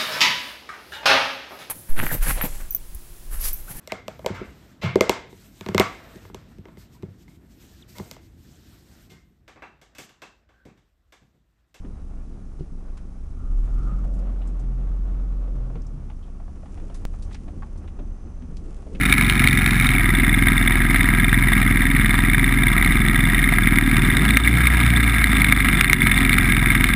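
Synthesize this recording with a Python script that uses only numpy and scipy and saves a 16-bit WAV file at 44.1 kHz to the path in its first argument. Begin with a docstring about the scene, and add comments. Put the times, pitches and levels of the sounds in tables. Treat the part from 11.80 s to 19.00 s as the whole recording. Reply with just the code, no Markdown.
"""Inside the cab of a four-cylinder truck crawling over rocks at night.
At first the engine idles, insects call faintly outside and the driveline (the shafts to the wheels)
clunks. Then the engine pulls for two seconds and the cab booms, with short rubs and low groans.
It drops back to a crawl on rockier ground: the suspension thumps, stones knock and crunch under the
tyres, the trim ticks and the body rumbles. Just after five seconds comes one sharp click."""
import sys
import numpy as np
from scipy import signal
from scipy.fft import rfft, irfft
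from scipy.io import wavfile
from scipy.ndimage import uniform_filter1d

SR = 44100
rng = np.random.default_rng(int(sys.argv[2]) if len(sys.argv) > 2 else 0)


def to_wav(sig):
    """Store sig (one row per channel, or 1-D mono) as 16-bit WAV at the path in sys.argv[1].

    Samples outside -1..1 are clipped; the rate is SR.
    """
    pcm = np.clip(np.atleast_2d(sig), -1, 1) * 32767
    pcm = np.round(pcm).astype(np.int16)
    wavfile.write(sys.argv[1], SR, pcm.T)  # frames by channels


N = 317520
TIME = np.arange(N) / SR
IDLE_PER_S, PULL_PER_S = 30.57, 44.4   # engine firings per second, idling and pulling
# the tone of the shaking cab: (frequency [Hz], relative level [dB])
RUMBLE = [(14, -12), (24, -1.5), (34, 0), (52, -8.5), (85, -7), (115, -21)]


def from_db(db):
    """Turn decibels into a number to multiply by."""
    return 10 ** (np.asarray(db) / 20)


def rms_one(x):
    """Scale a sound so that its average strength (rms) is 1."""
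    return x / np.sqrt(np.mean(x ** 2) + 1e-20)


def drift(per_s):
    """A random wobble of strength 1 that heads for a new value per_s times a second."""
    targets = rng.standard_normal(2000)
    return rms_one(np.interp(TIME * per_s, np.arange(len(targets)), targets))


def band(x, low_hz, high_hz, order=2):
    """Keep the part of a sound between two frequencies."""
    sos = signal.butter(order, [low_hz, min(high_hz, .45 * SR)], "band", fs=SR, output="sos")
    return signal.sosfilt(sos, x + 1e-18)


def resonate(x, rows, order=2):
    """Pass a sound through resonances: narrow bands in which something likes to ring."""
    return sum(from_db(db) * band(x, hz - width / 2, hz + width / 2, order) for hz, width, db in rows)


def coloured(x, tone):
    """Shape a sound by a tone table, falling away steeply past its ends; strength 1."""
    hz, db = np.transpose(tone)
    octave, points = np.log2(np.arange(N // 2 + 1) * SR / N + 1), np.log2(hz)
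    outside = np.abs(octave - np.clip(octave, points[0], points[-1]))
    gain = from_db(np.interp(octave, points, db) - 36 * outside)
    return rms_one(irfft(rfft(x) * gain, N))


def ring(blows, hz, t60):
    """Each blow starts a pure tone that fades by 60 dB in t60 seconds."""
    decay, turn = from_db(-60 / (t60 * SR)), 2 * np.pi * hz / SR
    return signal.lfilter([0, np.sin(turn)], [1, -2 * decay * np.cos(turn), decay * decay], blows + 1e-18)


def add(out, s, sound):
    """Mix a sound in, starting at s seconds."""
    start = max(round(s * SR), 0)
    out[start:start + len(sound)] += sound[:N - start]


def swells(rows, attack_s, release_s):
    """A loudness curve that rises to each event, holds for its length and dies away."""
    return sum(from_db(db) * np.exp(np.minimum(TIME - s, 0) / attack_s
                                    - np.maximum(TIME - s - length, 0) / release_s)
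               for s, length, db in rows)


def impact(db, hz, octaves, t60, tail_db, ring_db, rise_s=.0009, grain_db=3, tail_t60=0.23, size=10000):
    """One contact: a quick crumble of tiny hits, a ring at its middle pitch and a short tail in the cab."""
    t = np.arange(size) / SR
    fade = (1 - np.exp(-t / rise_s)) * (from_db(-60 * t / t60) + from_db(tail_db - 60 * t / tail_t60))
    grains = from_db(grain_db * np.interp(t, t[::50], rng.standard_normal(len(t[::50]))))
    force = rng.standard_normal(size) * grains * fade
    crumble = band(force, hz / 2 ** octaves, hz * 2 ** octaves)
    hit = crumble + from_db(ring_db) * band(force, hz * .93, hz * 1.07)
    return from_db(db) * hit / np.abs(hit).max()


def hiss(level_db=-71):
    """A faint, steady, high hiss."""
    # its tone: (frequency [Hz], relative level [dB])
    tone = [(2500, -5.5), (4300, -7), (5400, -2.5), (7600, -6.5), (11000, -7)]
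    return from_db(level_db) * coloured(rng.standard_normal(N), tone)


def insects(trill_hz=6130, pulses_per_s=37, chirp_hz=4050, fall_hz=300, chirp_s=0.04, gap_s=.068):
    """A fast, high trill that swells once, and a far cricket whose uneven chirps each sink in pitch."""
    # the cricket's groups of three chirps: (start [s])
    phrases = [0.059, 0.449, 1.06, 1.502]
    pulses = 0.55 + 0.36 * np.sin(2 * np.pi * pulses_per_s * TIME)
    wings = np.sin(2 * np.pi * trill_hz * TIME + 2 * drift(200))
    along = np.linspace(0, 1, int(chirp_s * SR))
    phase = 2 * np.pi * np.cumsum(chirp_hz - fall_hz * along) / SR
    chirp = from_db(-73) * np.sin(np.pi * along) * np.sin(phase)
    cricket = np.zeros(N)
    for s in phrases:
        for k in range(3):
            add(cricket, s + k * gap_s, chirp * rng.uniform(0.38, 1))
    loudness = from_db(-82) + swells([(6.3, 0.34, -76.5)], attack_s=.2, release_s=.12)
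    return 2 * loudness * pulses * wings + cricket


def tyres(grit_per_s=500, loose_db=-77, rumble_db=-43, rocks_from_s=4.29, rocks_db=5, lump_db=1.2):
    """Rolling crushes grit into a fine crackle and shakes the cab, in lumps once the ground is rocky."""
    # patches of gravel: (start [s], length [s], level [dB])
    patches = [(1.8, 0.27, -71), (4.92, 0.63, -69.5), (6.85, 0.41, -69)]
    # the tone of crushed grit: (frequency [Hz], relative level [dB])
    tone = [(1700, -0.5), (2700, -0.5), (4000, -6.5), (6500, -2.5), (10500, -6.5)]
    breaks = rng.random(N) < grit_per_s / SR
    grit = rms_one(breaks * rng.standard_normal(N) * from_db(3 * np.minimum(rng.exponential(1, N), 3)))
    pressure = from_db(loose_db) + swells(patches, attack_s=0.11, release_s=0.27)
    crunch = pressure * coloured(rng.standard_normal(N) + from_db(1) * grit, tone)
    rocky = np.clip(TIME - rocks_from_s, 0, 1)
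    shake = from_db(rumble_db + rocky * (rocks_db + lump_db * drift(10)))
    return crunch + shake * coloured(rng.standard_normal(N), RUMBLE)


def stones():
    """A stone gives a hollow, ringing knock and a dry crack; small grit and the cab's trim only tick."""
    # stones under the tyres: (time [s], knock peak [dB], knock pitch [Hz], crack peak [dB])
    knocks = [(.048, -38, 397, -55), (1.172, -44.5, 1100, -50), (2.239, -40, 720, -64),
              (3.677, -40.5, 520, -55), (3.899, -39, 650, -67), (3.954, -35, 480, -49),
              (4.298, -41, 830, -45.5), (4.599, -42, 720.6, -59), (4.677, -41.5, 726, -70),
              (4.828, -39, 630, -64), (4.856, -42, 804, -52), (4.973, -42, 588, -48.5),
              (4.997, -39, 376.5, -51), (5.097, -39.5, 655, -52), (5.146, -47, 1100, -48),
              (5.337, -41.5, 720, -58), (5.51, -46, 890, -46.5), (5.544, -45.5, 810, -36),
              (5.68, -39.5, 685, -51), (5.821, -36, 1100, -57), (5.829, -36, 880, -68),
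              (5.956, -45, 662.7, -55.5), (6.075, -51, 1101, -46), (6.189, -37, 570.4, -46.5),
              (6.62, -45, 601.5, -50), (7.024, -44.5, 709, -62), (7.066, -36, 450, -55),
              (7.148, -44, 439.3, -38)]
    # grit and trim: (time [s], peak [dB], pitch [Hz], spread each side [octaves], fade time [s])
    ticks = [(1.1702, -46.5, 4250, 1.15, 0.057), (2.029, -51.5, 5130, .6, 0.061),
             (2.338, -51, 7450, .5, 0.17), (2.389, -51, 5500, 0.78, .05), (2.617, -48.5, 2803, 0.3, .035),
             (2.671, -48, 6970, 0.43, 0.12), (2.794, -49.5, 6200, 0.47, 0.092),
             (4.018, -49.5, 5700, .3, 0.032), (4.066, -48.5, 6200, 0.25, 0.026),
             (4.425, -54.5, 3160, 0.29, 0.2), (4.921, -55, 6300, .35, 0.064),
             (5.143, -41.5, 6286, 0.9, 0.14), (5.4218, -42.5, 5760, 0.74, 0.064),
             (5.447, -47.5, 6196, .5, 0.051), (5.526, -44, 3800, 0.86, 0.098),
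             (5.544, -40, 5470, 0.39, 0.043), (5.972, -51.5, 6253, 0.62, 0.11),
             (6.767, -41, 4150, 0.72, 0.048)]
    out = np.zeros(N)
    for s, knock_db, knock_hz, crack_db in knocks:
        add(out, s, impact(knock_db, knock_hz, octaves=0.61, t60=0.057, tail_db=-23, ring_db=5))
        add(out, s, impact(crack_db, hz=2010, octaves=0.62, t60=0.071, tail_db=-19, ring_db=-15))
    for s, db, hz, octaves, t60 in ticks:
        add(out, s, impact(db, hz, octaves, t60, tail_db=-24.5, ring_db=-9))
    return out


def rub(rough_db=0.6, slips_per_s=90):
    """Rubbing parts grab and slip unevenly, and sing at two close pitches."""
    # short rubs as the truck pulls away: (start [s], length [s], level [dB])
    rubs = [(1.605, 0.099, -58), (1.91, 0.12, -62.5), (2.068, 0.038, -47.5), (2.19, 0.051, -60)]
    # the resonances they sing in: (pitch [Hz], width [Hz], relative level [dB])
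    resonances = [(1247, 89, 1), (1336, 98, -0.5)]
    song = resonate(rng.standard_normal(N), resonances)
    pressure = swells(rubs, attack_s=0.055, release_s=0.035)
    return pressure * rms_one(song * from_db(rough_db * drift(slips_per_s)))


def groans():
    """Short low drones and groans swell as the engine pulls and slows, and near the end."""
    # the drones and groans: (start [s], length [s], level [dB], pitch [Hz])
    drones = [(2.125, 0.37, -41.5, 191), (2.28, 0.17, -51, 580), (3.62, 0.31, -55, 530),
              (3.946, .3, -41.5, 136), (6.8, 0.069, -58, 420), (7.115, 0.076, -49.5, 440)]
    return sum(swells([(s, length, db)], attack_s=0.046, release_s=0.095)
               * rms_one(band(rng.standard_normal(N), hz * .86, hz * 1.14))
               for s, length, db, hz in drones)


def clunk(soft_hz=700):
    """The driveline takes up its slack, ringing the floor through rubber mounts and rattling the trim."""
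    # a light touch, then the full blow: (time [s], strength [dB])
    contacts = [(0.7933, -12), (0.8078, -1)]
    # the floor's ringing: (pitch [Hz], gain [dB], fade time [s])
    floor = [(159, -21.5, 0.081), (307, -31.5, 0.097), (363, -31.5, 0.11)]
    blows = np.zeros(N)
    for s, db in contacts:
        add(blows, s, from_db([db]))
    softened = signal.sosfilt(signal.butter(2, soft_hz, fs=SR, output="sos"), blows + 1e-18)
    out = sum(ring(softened, hz, t60) * from_db(db) for hz, db, t60 in floor)
    add(out, contacts[0][0], impact(db=-55.5, hz=2900, octaves=1, t60=0.15, tail_db=-10, ring_db=-10))
    return out


def heaves(low_hz=140, high_hz=360, shake_db=6):
    """Twisting over a rock, the body rumbles in its panels and shakes the whole cab."""
    # the twists: (start [s], length [s], panel level [dB])
    twists = [(4.98, 0.064, -45.5), (5.19, .05, -47), (5.68, .12, -48.5), (5.98, 0.071, -50),
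              (6.8, 0.092, -48.5), (7.08, .12, -45.5)]
    panel_rumble = rms_one(band(rng.standard_normal(N), low_hz, high_hz))
    shake = from_db(shake_db) * coloured(rng.standard_normal(N), RUMBLE)
    return swells(twists, attack_s=0.053, release_s=0.051) * (panel_rumble + shake)


def thumps():
    """Each jolt shakes a different part of the body, softly and low."""
    # jolts of the suspension: (time [s], peak [dB], pitch [Hz])
    jolts = [(.04, -33, 228), (3.955, -26, 132), (5.765, -28.5, 179.1), (6.195, -35, 259.2),
             (6.45, -35, 221), (6.618, -33.5, 199), (6.675, -34.5, 152), (7.134, -31.5, 185)]
    out = np.zeros(N)
    for s, db, hz in jolts:
        add(out, s, impact(db, hz, octaves=0.36, t60=0.17, tail_db=-13, ring_db=-5, rise_s=0.0023))
    return out


def click(at_s=5.2525, peak_db=-17.5, t60=0.078):
    """One dry, sharp click: a sudden step that relaxes."""
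    out = np.zeros(N)
    add(out, at_s, -from_db(peak_db - 60 * TIME / t60))
    return out


def speed_gain(speed):
    """How fast the engine speeds up, in firings per second gained each second."""
    return np.gradient(uniform_filter1d(speed, SR // 10)) * SR


def cycle_wave(firings, gains, size=8192):
    """A wave that repeats every four firings (one engine cycle); gains sets each overtone's strength."""
    tones = np.r_[0, gains * np.exp(2j * np.pi * rng.random(len(gains)))]
    cycle = irfft(tones, size) * size / np.sqrt(2)
    return np.interp(firings / 4 % 1, np.arange(size) / size, cycle)


def intake(firings, speed, multiple=8, level_db=-53):
    """The air intake gives a rough, rising moan while the engine speeds up."""
    effort = np.clip(speed_gain(speed) / 35, 0, 1) ** 2
    moan = np.sin(2 * np.pi * multiple * firings + 0.72 * drift(80))
    return from_db(level_db) * effort * rms_one(moan)


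def engine_noise(firings, tone, repeat, throb_db=0.5, flutter_db=1.5):
    """A buzz that repeats each engine cycle, mixed with rushing noise; both swell with every firing."""
    # overtones differ in strength, and every other one tends to be weaker
    tones_db = np.tile([-7, 0], 200) + 3 * rng.standard_normal(400)
    uneven = firings + .022 * drift(45)   # uneven burning blurs the high overtones
    buzz = rms_one(cycle_wave(uneven, from_db(tones_db)))
    swell = from_db(throb_db * np.cos(2 * np.pi * firings) + flutter_db * drift(25))
    return coloured((repeat * buzz + rng.standard_normal(N)) * swell, tone)


def growl(firings, speed, idle_db=-45.5):
    """The engine's low growl gets louder with speed."""
    # its tone: (frequency [Hz], relative level [dB])
    tone = [(85, -2), (105, -6.5), (130, 0.5), (155, -4), (188, -0.5), (215, -6), (250, -4), (295, -10.5),
            (360, -12.5), (480, -25)]
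    return from_db(idle_db + 0.47 * (speed - IDLE_PER_S)) * engine_noise(firings, tone, repeat=0.71)


def clatter(firings, speed, idle_db=-57):
    """The engine's moving parts clatter, louder with speed, and the cab's panels ring along."""
    # the clatter's tone: (frequency [Hz], relative level [dB])
    tone = [(390, 1.5), (500, 1), (600, 0), (800, -3), (970, -6.5), (1150, -7), (1380, -7), (1650, -14),
            (2400, -18.5), (4200, -28.5)]
    # the panels' resonances: (pitch [Hz], width [Hz], gain [dB])
    panels = [(788, 6.8, -4.5), (1128, 26, 0.5), (1247, 16, -3), (1700, 7.9, -3.5)]
    parts = engine_noise(firings, tone, repeat=0.41)
    ringing = resonate(parts, panels, order=1)
    return from_db(idle_db + 0.328 * (speed - IDLE_PER_S)) * rms_one(parts + ringing)


def overtones(firings, loaded):
    """Unequal cylinders add exhaust tones around the firing note, at quarter steps of its pitch."""
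    # the tones: (pitch [times the firing rate], level at idle [dB], level under load [dB])
    tones = [(.5, -52, -39), (.75, -42, -46), (1.5, -49.5, -47.5), (2, -43.5, -51.5), (2.5, -47, -53.5),
             (3, -55.5, -51), (3.5, -57.5, -63)]
    multiple, idle_db, load_db = np.transpose(tones)
    step = np.round(4 * multiple).astype(int)
    gains = np.zeros(step.max())
    gains[step - 1] = from_db(load_db if loaded else idle_db)
    return cycle_wave(firings, gains)


def firing_note(firings, load, idle_db=-35, pull_db=-25, mount_hz=33.4, mount_width_hz=1.29, mount_db=20):
    """The firings make a deep note; under load the engine leans on its mounts and the cab booms."""
    level_db = idle_db + (pull_db - idle_db) * load + 1.8 * (1 - load) * drift(4.1)
    note = from_db(level_db) * np.sqrt(2) * np.sin(2 * np.pi * firings)
    # the note sweeps through the mount resonance, then throbs against its ringing
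    return note + resonate(load * note, [(mount_hz, mount_width_hz, mount_db)], order=1)


def exhaust(firings, speed, throttle_lead_s=0.13, waver_db=3):
    """The firing note and its rough overtones, which shift with load and ring the air in the cab."""
    # resonances of that air: (pitch [Hz], width [Hz], gain [dB])
    cab_air = [(78.1, 11.2, -2.5), (128.24, 4.4, 8.5), (186, 18, 1.5)]
    gaining = speed_gain(speed)
    throttle = speed + throttle_lead_s * gaining   # the throttle runs ahead of the speed
    load = np.clip((throttle - IDLE_PER_S) / (PULL_PER_S - IDLE_PER_S), 0, 1)
    idle = (1 - load) * overtones(firings, loaded=False) * from_db(drift(22))
    pull = load * overtones(firings + .024 * drift(30), loaded=True) * from_db(waver_db * drift(24))
    tones = (idle + pull) * from_db(0.22 * np.maximum(gaining, 0))   # louder while speeding up
    return firing_note(firings, load) + tones + resonate(tones, cab_air)


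def scene(treble_hz=10500):
    """Engine, body, ground and insects as heard in the cab; all but the click lose their top treble."""
    # engine speed: (time [s], speed [firings per s])
    speed_curve = [(0, 29.8), (1, 27.1), (1.38, 25.9), (1.6, 30.8), (1.77, 36.9), (1.94, 41.4),
                   (2.05, 43.6), (2.25, 45.5), (2.58, 43.8), (2.85, 42.6), (3.38, 44.7), (3.6, 43.8),
                   (3.88, 41.5), (4.17, 33.7), (4.5, 28.8), (5.5, 31.5), (5.9, 32.3), (6.4, 30),
                   (7.2, 27.8)]
    speed = np.interp(TIME, *np.transpose(speed_curve))
    firings = np.cumsum(speed) / SR + 0.0081 * drift(20)   # a running count, never quite evenly spaced
    machinery = growl(firings, speed) + clatter(firings, speed)
    background = hiss()
    engine = exhaust(firings, speed) + intake(firings, speed) + machinery
    body = rub() + groans() + clunk() + heaves() + thumps()
    cab = engine + body + tyres() + stones() + insects() + background
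    dulled = signal.sosfilt(signal.butter(14, treble_hz, fs=SR, output="sos"), cab)
    return (dulled + click())[None]


def record(dry):
    """Cut away the very highest treble."""
    return signal.sosfilt(signal.butter(16, 16500, fs=SR, output="sos"), dry)


dry = scene()
out = record(dry)
to_wav(out)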